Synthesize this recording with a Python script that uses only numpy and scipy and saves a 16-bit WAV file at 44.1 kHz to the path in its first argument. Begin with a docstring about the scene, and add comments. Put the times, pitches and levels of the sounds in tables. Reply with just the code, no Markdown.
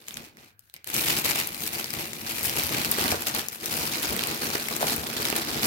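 """A faint crinkle and a few sharp snaps sound in a small, quiet room: a metallised foil liner is touched,
then pulled open inside a foam-lined box and lifted close to a pair of microphones. With each squeeze
of the hand its creases buckle in a swarm of tiny clicks and some loud snaps, and sheet slides over
sheet with a hiss. The wide panels between the creases flutter and flip with hollow pops, and the
whole sheet swings in soft billows."""
import sys
import numpy as np
from scipy import signal
from scipy.fft import rfft, irfft, next_fast_len
from scipy.io import wavfile
from scipy.ndimage import map_coordinates

SR = 44100
rng = np.random.default_rng(int(sys.argv[2]) if len(sys.argv) > 2 else 0)


def unload_wav(signal):
    """Save mono or channel-first audio to the path in sys.argv[1] as 16-bit WAV at rate SR, clipped to [-1, 1]."""
    wavfile.write(
        sys.argv[1],
        SR,
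        np.round(np.clip(np.atleast_2d(signal).T, -1, 1) * 32767).astype(np.int16),
    )


N = 249606
MIC_LAG_S = .00032  # the sound reaches the right microphone this much later

# squeezes and tugs of the hand: (start [s], length [s], crinkle [dB], flexing [dB], brightness [dB])
HAND_SQUEEZES = [(0.07, 0.072, -46, -60, 0), (0.144, 0.062, -48.5, -45, -6),
                 (0.369, 0.071, -56.5, -55.5, -5), (0.731, 0.025, -57, -63, -11),
                 (0.93, 0.13, -28, -37.5, 2.5), (1.057, 0.13, -26, -38, -1.5), (1.235, 0.079, -24, -36, 0),
                 (1.342, 0.083, -29, -42, -1.5), (1.595, 0.077, -32.5, -43, 3),
                 (1.716, 0.092, -32, -42.5, -1.5), (1.925, 0.093, -35.5, -40.5, -2.5),
                 (2.247, 0.16, -35, -46, 0), (2.419, 0.044, -28.5, -50, 9.5), (2.547, 0.04, -30, -35, 4),
                 (2.699, 0.11, -36, -36, -5), (2.977, 0.14, -28, -34.5, -1), (3.259, 0.022, -28, -38.5, 0),
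                 (3.335, 0.054, -30.5, -36.5, -2), (3.509, 0.04, -37.5, -50, 5),
                 (3.705, .155, -31, -36.5, 1), (3.912, 0.054, -30.5, -37.5, -0.5),
                 (4.02, 0.063, -29.5, -39.5, -2), (4.095, 0.038, -35.5, -32, -3),
                 (4.15, 0.11, -34, -38.5, -5), (4.262, 0.054, -33, -33, -6), (4.404, 0.088, -32, -37.5, -2),
                 (4.516, 0.034, -30.5, -47, -2), (4.701, 0.029, -31.5, -36.5, -2),
                 (4.8, 0.15, -29, -36.5, 0.5), (5.159, 0.14, -32.5, -36.5, -1.5),
                 (5.345, 0.034, -27.5, -32, -1), (5.465, 0.13, -34, -34, -0.5),
                 (5.616, .05, -25.5, -30.5, 1)]
# strain on the sheet between squeezes: (time [s], crinkle [dB], flexing [dB], brightness [dB])
SHEET_STRAIN = [(0, -55, -58.5, -4), (.26, -50.5, -57, -3), (.33, -66, -61, -7), (.49, -58.5, -67, -4),
                (.54, -86, -81, -2), (.65, -63.5, -78, 5), (.845, -81, -94, 5), (.87, -37.5, -49.5, -1),
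                (1.53, -38.5, -47, 1.5), (2.2, -40.5, -45, -0.5), (2.5, -32, -41, -2),
                (2.9, -29.5, -35, -1), (3.2, -35, -40.5, 1), (3.595, -46.5, -54, -4),
                (3.63, -32.5, -40.5, -0.5), (4.63, -35.5, -41, 0), (5.02, -34, -36.5, 0.5),
                (5.07, -35, -36.5, -1.5), (5.66, -35.5, -49, -6.5)]
# rise of the sheet out of the box: (time [s], lift [0 inside, 1 outside])
SHEET_LIFT = [(2.7, 0), (3.1, 0.41), (3.7, 0.24), (5.3, 0.4)]
# side on which the sheet crinkles: (time [s], left minus right [dB])
CRINKLE_PAN = [(0.0, 3), (2.57, 3.5), (3.25, 2), (3.58, 4.5), (3.94, 2), (5.03, 3), (5.11, 1.5), (5.66, 2)]
# spectrum of the crinkle inside the box: (frequency [Hz], density [dB])
CRINKLE_INSIDE = [(300, -13.5), (750, -1.5), (1100, -4.5), (1600, -3), (2400, 2), (3200, -3), (4400, -1.5),
                  (6500, -5), (9000, -5.5), (12300, -1), (15500, -4.5), (17000, -18.5)]
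# spectrum of the crinkle outside the box: (frequency [Hz], density [dB])
CRINKLE_OUTSIDE = [(300, -11), (750, -4.5), (1100, 3), (1600, 4), (2400, -5.5), (3200, -2.5), (4400, 0.5),
                   (6500, -3.5), (9000, -6), (12300, -2.5), (15500, -7.5), (17000, -22)]
# spectrum of the panels inside the box: (frequency [Hz], density [dB])
PANEL_INSIDE = [(18, -75), (30, -13), (60, 0), (123, -1), (157, 1.5), (273, -2.5), (338, -1.5), (398, -4.5),
                (630, -7), (1030, -10.5), (1500, -8.5), (1950, -46), (3300, -120)]
# spectrum of the panels outside the box: (frequency [Hz], density [dB])
PANEL_OUTSIDE = [(18, -62), (30, -9), (69, -16), (165, -12.5), (212, 3), (355, -1), (405, -1.5), (469, 1.5),
                 (571, -6.5), (680, 2.5), (1500, -12), (1950, -58), (3300, -120)]
# cavity resonances of the box: (frequency [Hz], bandwidth [Hz], gain [dB])
BOX_MODES = [(161, 9.8, -5), (226, 14, 1.5), (293, 31, -7.5), (353, 60, -7), (444, 39, -5)]
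# spectrum of the still room: (frequency [Hz], density [dB])
AMBIENT_SPECTRUM = [(18, -67), (30, 1), (100, 20), (319, -33), (1040, -12), (1630, 9), (2980, -59),
                    (4650, -62), (9220, -42), (12000, -13), (16000, -5)]
# long creases that snap through:
# (time [s], level [dB], top octave [dB], facet pitch [Hz], left minus right [dB])
CREASE_SNAPS = [(0.0832, -29.5, -10, 6400, 5), (0.108, -33.5, -13, 3550, -2), (0.142, -31, -12, 6550, 10),
                (0.1703, -27, -11, 4200, -1), (0.3705, -44, -20, 1930, -2), (0.593, -45.5, 2, 4830, 7),
                (0.698, -47.5, -8, 4300, 1), (0.74, -36, -3, 4300, 4), (.764, -38, -17, 2150, 3),
                (.8435, -35.5, -8, 4530, -1), (0.8736, -29, -6, 1700, 4), (0.9011, -26.5, -8, 1610, 16),
                (.942, -22, -1, 7100, 12), (0.9647, -17.5, -10, 5300, 6), (1.1783, -36, 9, 2940, 5),
                (1.4726, -26.5, 10, 5820, 10), (1.5458, -26.5, -8, 4630, 8), (1.6363, -33, 14, 2240, 14),
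                (1.843, -22.5, -12, 4900, 3), (1.9052, -23.5, -9, 4960, 9), (1.938, -23.5, -9, 2220, 5),
                (2.1322, -25.5, -10, 7100, 6), (2.4956, -20.5, -8, 5180, 4), (2.6363, -25, 13, 5100, 2),
                (2.668, -28, 6, 1700, 6), (2.8476, -19, -7, 5100, 3), (2.9137, -17.5, 12, 4900, -5),
                (2.9175, -21, 1, 4540, 13), (3.117, -17.5, -20, 2480, 5), (3.222, -25.5, -6, 1700, -2),
                (3.2698, -20, -12, 4630, 13), (3.3486, -22, -8, 2100, 9), (3.485, -23, -4.5, 6750, 7),
                (3.6592, -22.5, -1, 5760, 9), (3.3938, -22.5, -13, 2420, -3), (3.9348, -28.5, -9, 2190, -2),
                (4.098, -28, -7, 2420, -1), (4.165, -23, -2, 2000, 4), (4.1927, -21, -13, 4300, -2),
                (4.2365, -22, -10, 4530, -7), (4.2716, -24.5, -6, 4930, 11), (4.4441, -28, 12, 4280, -10),
                (4.6853, -21, -10, 2180, 15), (4.765, -23, -6, 7000, 8), (4.9626, -26, 14, 3200, 14),
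                (5.253, -18.5, -8, 3930, 1), (5.301, -20.5, -4, 4400, 3), (5.326, -24.5, -19, 2600, -5),
                (5.364, -24, 0, 2500, 7)]
# spectrum of a single snap: (frequency [Hz], density [dB])
SNAP_SPECTRUM = [(300, -15), (1000, -12), (2200, -2), (4400, -6.5), (7000, -4.5), (9000, 0.5), (12500, 4.5),
                 (15500, 1.5), (17000, -16.5)]
# swings of the whole sheet: (time [s], level [dB])
SHEET_BILLOWS = [(2.469, -35), (2.639, -35), (2.751, -41), (3.121, -29.5), (3.37, -39), (3.809, -38),
                 (4.09, -34), (4.979, -34)]
# large panels that pop over: (time [s], level [dB], pitch [Hz])
PANEL_POPS = [(2.57, -31, 347), (2.718, -34, 320), (2.775, -35, 303), (2.983, -21.5, 380),
              (3.048, -27, 336), (3.059, -22, 295), (3.123, -21, 730), (3.143, -25, 446), (4.13, -30, 363),
              (4.552, -21.5, 360), (4.812, -28, 596), (4.8276, -20, 720), (4.842, -24, 470),
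              (5.327, -22.5, 392)]
# reverberation of the room: (frequency [Hz], time to fall 60 dB [s])
ROOM_T60 = [(150, 0.23), (2000, 0.45), (6000, 0.067), (15000, 0.018)]
# likeness of the sound at the two microphones: (frequency [Hz], coherence [0-1])
MIC_COHERENCE = [(50, 0.63), (250, 1), (600, 1), (1200, 0.44), (2500, 0), (8000, 0)]
# balance of the two microphones: (frequency [Hz], left minus right [dB])
MIC_BALANCE = [(40, 11), (130, 2), (1000, -0.8), (2000, -4.5), (4000, -5), (8000, 3), (13000, 1)]


def amp(db):
    """Amplitude ratio of a level in decibels."""
    return 10 ** (np.asarray(db) / 20)


def unit(x):
    """Normalisation to rms 1."""
    return x / np.sqrt(np.mean(x ** 2) + 1e-20)


def along(points, hz):
    """Interpolation of (frequency, value) points on a logarithmic axis."""
    knots_hz, values = np.transpose(points)
    return np.interp(np.log(hz + 1), np.log(knots_hz + 1), values)


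def curves(rows):
    """Linear interpolation in time: one value per sample for each column after the first."""
    times, *columns = np.transpose(rows)
    return [np.interp(np.arange(N) / SR, times, column) for column in columns]


def wobble(rate):
    """Smooth random modulation: a spline through rate knots a second."""
    return map_coordinates(rng.standard_normal(int(N * rate / SR) + 4), [np.arange(N) * rate / SR])


def filtered(x, response):
    """Linear filtering: the spectrum is multiplied by a frequency response."""
    size = next_fast_len(N + 8192)
    return irfft(rfft(x, size) * response(np.fft.rfftfreq(size, 1 / SR)), size)[..., :N]


def coloured(x, spectrum, size=4096):
    """Minimum-phase filtering: clicks take on a spectrum and keep their sharp front."""
    gain = amp(along(spectrum, np.fft.rfftfreq(size, 1 / SR)))
    cepstrum = irfft(np.log(gain + 1e-6))
    cepstrum[1:size // 2] *= 2
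    cepstrum[size // 2 + 1:] = 0
    pulse = irfft(np.exp(rfft(cepstrum)))
    return signal.oaconvolve(x, pulse[None] / np.linalg.norm(pulse), axes=1)[:, :N]


def scatter(times, sounds):
    """Superposition of short sounds, one a row, at their start times."""
    at = np.round(np.maximum(times, 0) * SR).astype(int)[:, None] + np.arange(sounds.shape[1])
    return np.bincount(at.ravel(), sounds.ravel(), N)[:N]


def panned(pan_db):
    """Constant-power left and right gains for a level difference."""
    gains = amp(np.array([pan_db, -pan_db]) / 2)
    return gains / np.sqrt(np.mean(gains ** 2, axis=0))


def top_share(hz):
    """High-pass weighting that selects the top octave."""
    return 1 / (1 + (7300 / (hz + 1)) ** 6)


def lifted(x, inside, outside):
    """An enclosure colours a source: the spectrum shifts as the sheet rises from the box."""
    lift = np.clip(curves(SHEET_LIFT)[0], 0, 1)
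    return (1 - lift) * unit(coloured(x, inside)) + lift * unit(coloured(x, outside))


def handling(attack_s=.013, release_s=.039):
    """Incoherent sources add in power: each squeeze rises, holds and decays on top of the strain."""
    start, length, db, flex_db, bright_db = np.transpose(HAND_SQUEEZES)
    strain_db, strain_flex_db, strain_bright_db = curves(SHEET_STRAIN)
    t = np.arange(N) / SR - start[:, None]
    grip = np.clip(t / attack_s, 0, 1)
    settling = np.exp(-np.clip((t - length[:, None]) / release_s, 0, 20))
    effort = (grip * settling) ** 2
    strain_power, squeeze_power = amp(strain_db) ** 2, amp(db) ** 2
    crinkling = strain_power + squeeze_power @ effort
    flexing = amp(strain_flex_db) ** 2 + amp(flex_db) ** 2 @ effort
    brightness = (strain_bright_db * strain_power + (bright_db * squeeze_power) @ effort) / crinkling
    return 10 * np.log10(crinkling), 10 * np.log10(flexing), brightness


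def clicks(times, energy_db, top_db, facet_hz, pan_db, rise_s, facet_db=9, size=320):
    """Buckling frees elastic energy: a crack and a short rattle, coloured by the facet's resonance."""
    t, hz = np.arange(size) / SR, np.fft.rfftfreq(size, 1 / SR)
    envelope = (1 - np.exp(-t / rise_s)) ** 2 * (np.exp(-t / .0006) + .05 * np.exp(-t / .003))
    burst = np.roll(rng.standard_normal((len(times), 2, size)) * envelope, size // 32, axis=-1)
    octaves_off = np.log2((hz + 1) / facet_hz[:, None])
    resonance = np.exp(-(octaves_off / .2) ** 2)
    colour = amp(facet_db * resonance + top_db[:, None] * top_share(hz))
    burst = irfft(rfft(burst) * colour[:, None])
    burst /= np.linalg.norm(burst, axis=-1, keepdims=True)
    left, right = np.moveaxis(burst, 1, 0) * (amp(energy_db) * panned(pan_db))[..., None]
    extra_lag = MIC_LAG_S * rng.standard_normal(len(times)) / 2  # each crease has its own direction
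    return np.array([scatter(times, left), scatter(times + extra_lag, right)])


def crinkle(crinkle_db, bright_db, slide_db=-5.5, gain_db=.5, count=5200):
    """Random buckling gives clumps of clicks and sliding friction a hiss; both grow with handling."""
    when, chance = rng.random((2, count))
    top, pitch, pan = rng.standard_normal((count, 3)).T
    size_db = 5.5 * np.minimum(-np.log(chance), 2.4)  # many small creases, few large ones
    grains = clicks(when * N / SR, size_db, 4 * top, 3600 * 2 ** (.7 * pitch), 5 * pan, rise_s=.0009)
    hiss = amp(slide_db) * rng.standard_normal((2, N))
    sheet = lifted(unit(grains) + hiss, CRINKLE_INSIDE, CRINKLE_OUTSIDE)
    treble = filtered(sheet, top_share)
    sheet = unit((sheet - treble) * amp(-bright_db / 2) + treble * amp(bright_db / 2))
    clumps_db = 1.1 * wobble(rate=55)
    return sheet * amp(crinkle_db + gain_db + clumps_db) * panned(curves(CRINKLE_PAN)[0])


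def flaps(times, db, hz, cycles, size=900):
    """A flipped panel is a damped oscillator: its swing falls to 1/e in the given cycles."""
    phase = np.arange(size) / SR * hz[:, None]
    return scatter(times, amp(db)[:, None] * np.sin(2 * np.pi * phase) * np.exp(-phase / cycles))


def panels(flex_db, spread_db=1.5, count=2200):
    """Wide facets flutter all the time and excite the cavity resonances of the box."""
    def flutter():
        when, chance, pitch = rng.random((count, 3)).T
        hz = 70 * 2 ** (4.6 * pitch)
        size_db = spread_db * np.minimum(-np.log(chance), 3) + 20 * np.log10(hz)  # equal energy per Hz
        return unit(flaps(when * N / SR, size_db, hz, cycles=.99))

    def cavity(hz):
        return 1 + sum(amp(db) * 1j * hz * width / (mode_hz ** 2 - hz ** 2 + 1j * hz * width)
                       for mode_hz, width, db in BOX_MODES)

    body = filtered(np.array([flutter(), flutter()]), cavity)
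    return lifted(body, PANEL_INSIDE, PANEL_OUTSIDE) * amp(flex_db)


def still_room(level_db=-66):
    """Stationary noise: the faint rumble and hiss of the room."""
    return amp(level_db) * unit(coloured(rng.standard_normal((2, N)), AMBIENT_SPECTRUM))


def cracks(times, db, top_db, facet_hz, pan_db):
    """Snap-through: a crease jumps to another stable shape and radiates a steep-fronted pulse."""
    pulses = clicks(times - .0003, db + 22.5, np.clip(top_db, -14, 12), facet_hz, pan_db, rise_s=.0002)
    return coloured(pulses, SNAP_SPECTRUM)


def ticks(crinkle_db, above_db=1, spread_db=1, top_db=-2, count=70):
    """Shorter creases snap through at random, as loudly as the sheet is being worked."""
    at = ((np.arange(count) + rng.random(count)) * (N - 1) / count).astype(int)
    size, top, pitch, pan = np.clip(rng.standard_normal((count, 4)), -2, 2).T
    db = crinkle_db[at] + above_db + spread_db * size
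    pan_db = curves(CRINKLE_PAN)[0][at] + 5 * pan
    return cracks(at / SR, db, top_db + 7 * top, 3400 * 2 ** (pitch / 2), pan_db)


def snaps():
    """Elastic instability: the long creases snap through one by one."""
    return cracks(*np.transpose(CREASE_SNAPS))


def billows(centre_hz=97, spread_octaves=.25):
    """The loose sheet swings as a whole and displaces air: a soft, deep puff."""
    times, db = np.transpose(SHEET_BILLOWS)
    hz = centre_hz * 2 ** (spread_octaves * rng.standard_normal(len(times)))
    return flaps(times, db, hz, cycles=1.8, size=6000)


def pops(gain_db=3, slap_db=-6, slap_band_hz=(480, 1500), slap_t60=.044, ring_t60=.017, size=1400):
    """Impulsive excitation: the largest panels flip with a hollow knock and a dull slap of noise."""
    times, db, hz = np.transpose(PANEL_POPS)
    fade = amp(db[:, None] + slap_db - 60 * np.arange(size) / SR / slap_t60)
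    band = signal.butter(2, slap_band_hz, "bandpass", fs=SR, output="sos")
    noise = signal.sosfilt(band, rng.standard_normal((2, *fade.shape)))
    slaps = np.array([scatter(times, fade * unit(side)) for side in noise])
    # all panels die away equally fast, so the small stiff ones swing more often
    knocks = flaps(times, db, hz, cycles=hz[:, None] * ring_t60 / np.log(1000))
    return amp(gain_db) * (knocks + slaps)


def reflections(x, early_db=-12, room_db=-13, count=8):
    """Early reflections return from box and table within milliseconds; the room reverberates briefly."""
    hz, t, noise = signal.stft(rng.standard_normal((2, SR // 2)), SR, nperseg=256)
    decay = amp(-60 * t / along(ROOM_T60, hz)[:, None])
    tail = signal.istft(noise * decay, SR, nperseg=256)[1]
    response = amp(room_db) * tail / np.linalg.norm(tail[0])
    for side in response:
        at = rng.integers(0, SR // 100, count)
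        side[at] += amp(early_db) * rng.standard_normal(count) / np.sqrt(count)
    delayed = np.pad(response, ((0, 0), (SR // 200, 0)))
    return signal.fftconvolve(x, delayed, axes=1)[:, :N]


def at_microphones(pair):
    """Spaced receivers share the long waves; the path difference delays the right one."""
    def angle(hz):
        return np.arcsin(np.clip(along(MIC_COHERENCE, hz), 0, 1)) / 2

    own = filtered(pair, lambda hz: np.cos(angle(hz)))
    shared = filtered(pair[::-1], lambda hz: np.sin(angle(hz)))
    return filtered(own + shared, lambda hz: np.exp(-2j * np.pi * hz * [[0], [MIC_LAG_S]]))


def scene():
    """Superposition: the creases and panels, driven by one hand, add to the sound of the room."""
    crinkle_db, flex_db, bright_db = handling()
    creases = crinkle(crinkle_db, bright_db) + ticks(crinkle_db) + snaps()
    foil = creases + panels(flex_db) + pops() + billows()
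    return at_microphones(foil + reflections(foil) + still_room())


def record(dry, low_cut_hz=35, top_hz=16000):
    """Band-limited transducers: each microphone has its own colour and sheds deep bass and top treble."""
    def response(hz):
        high_pass = (1j * hz / (low_cut_hz + 1j * hz)) ** 2
        return panned(along(MIC_BALANCE, hz)) * high_pass * (hz < top_hz)

    return filtered(dry, response)


dry = scene()
out = record(dry)
unload_wav(out)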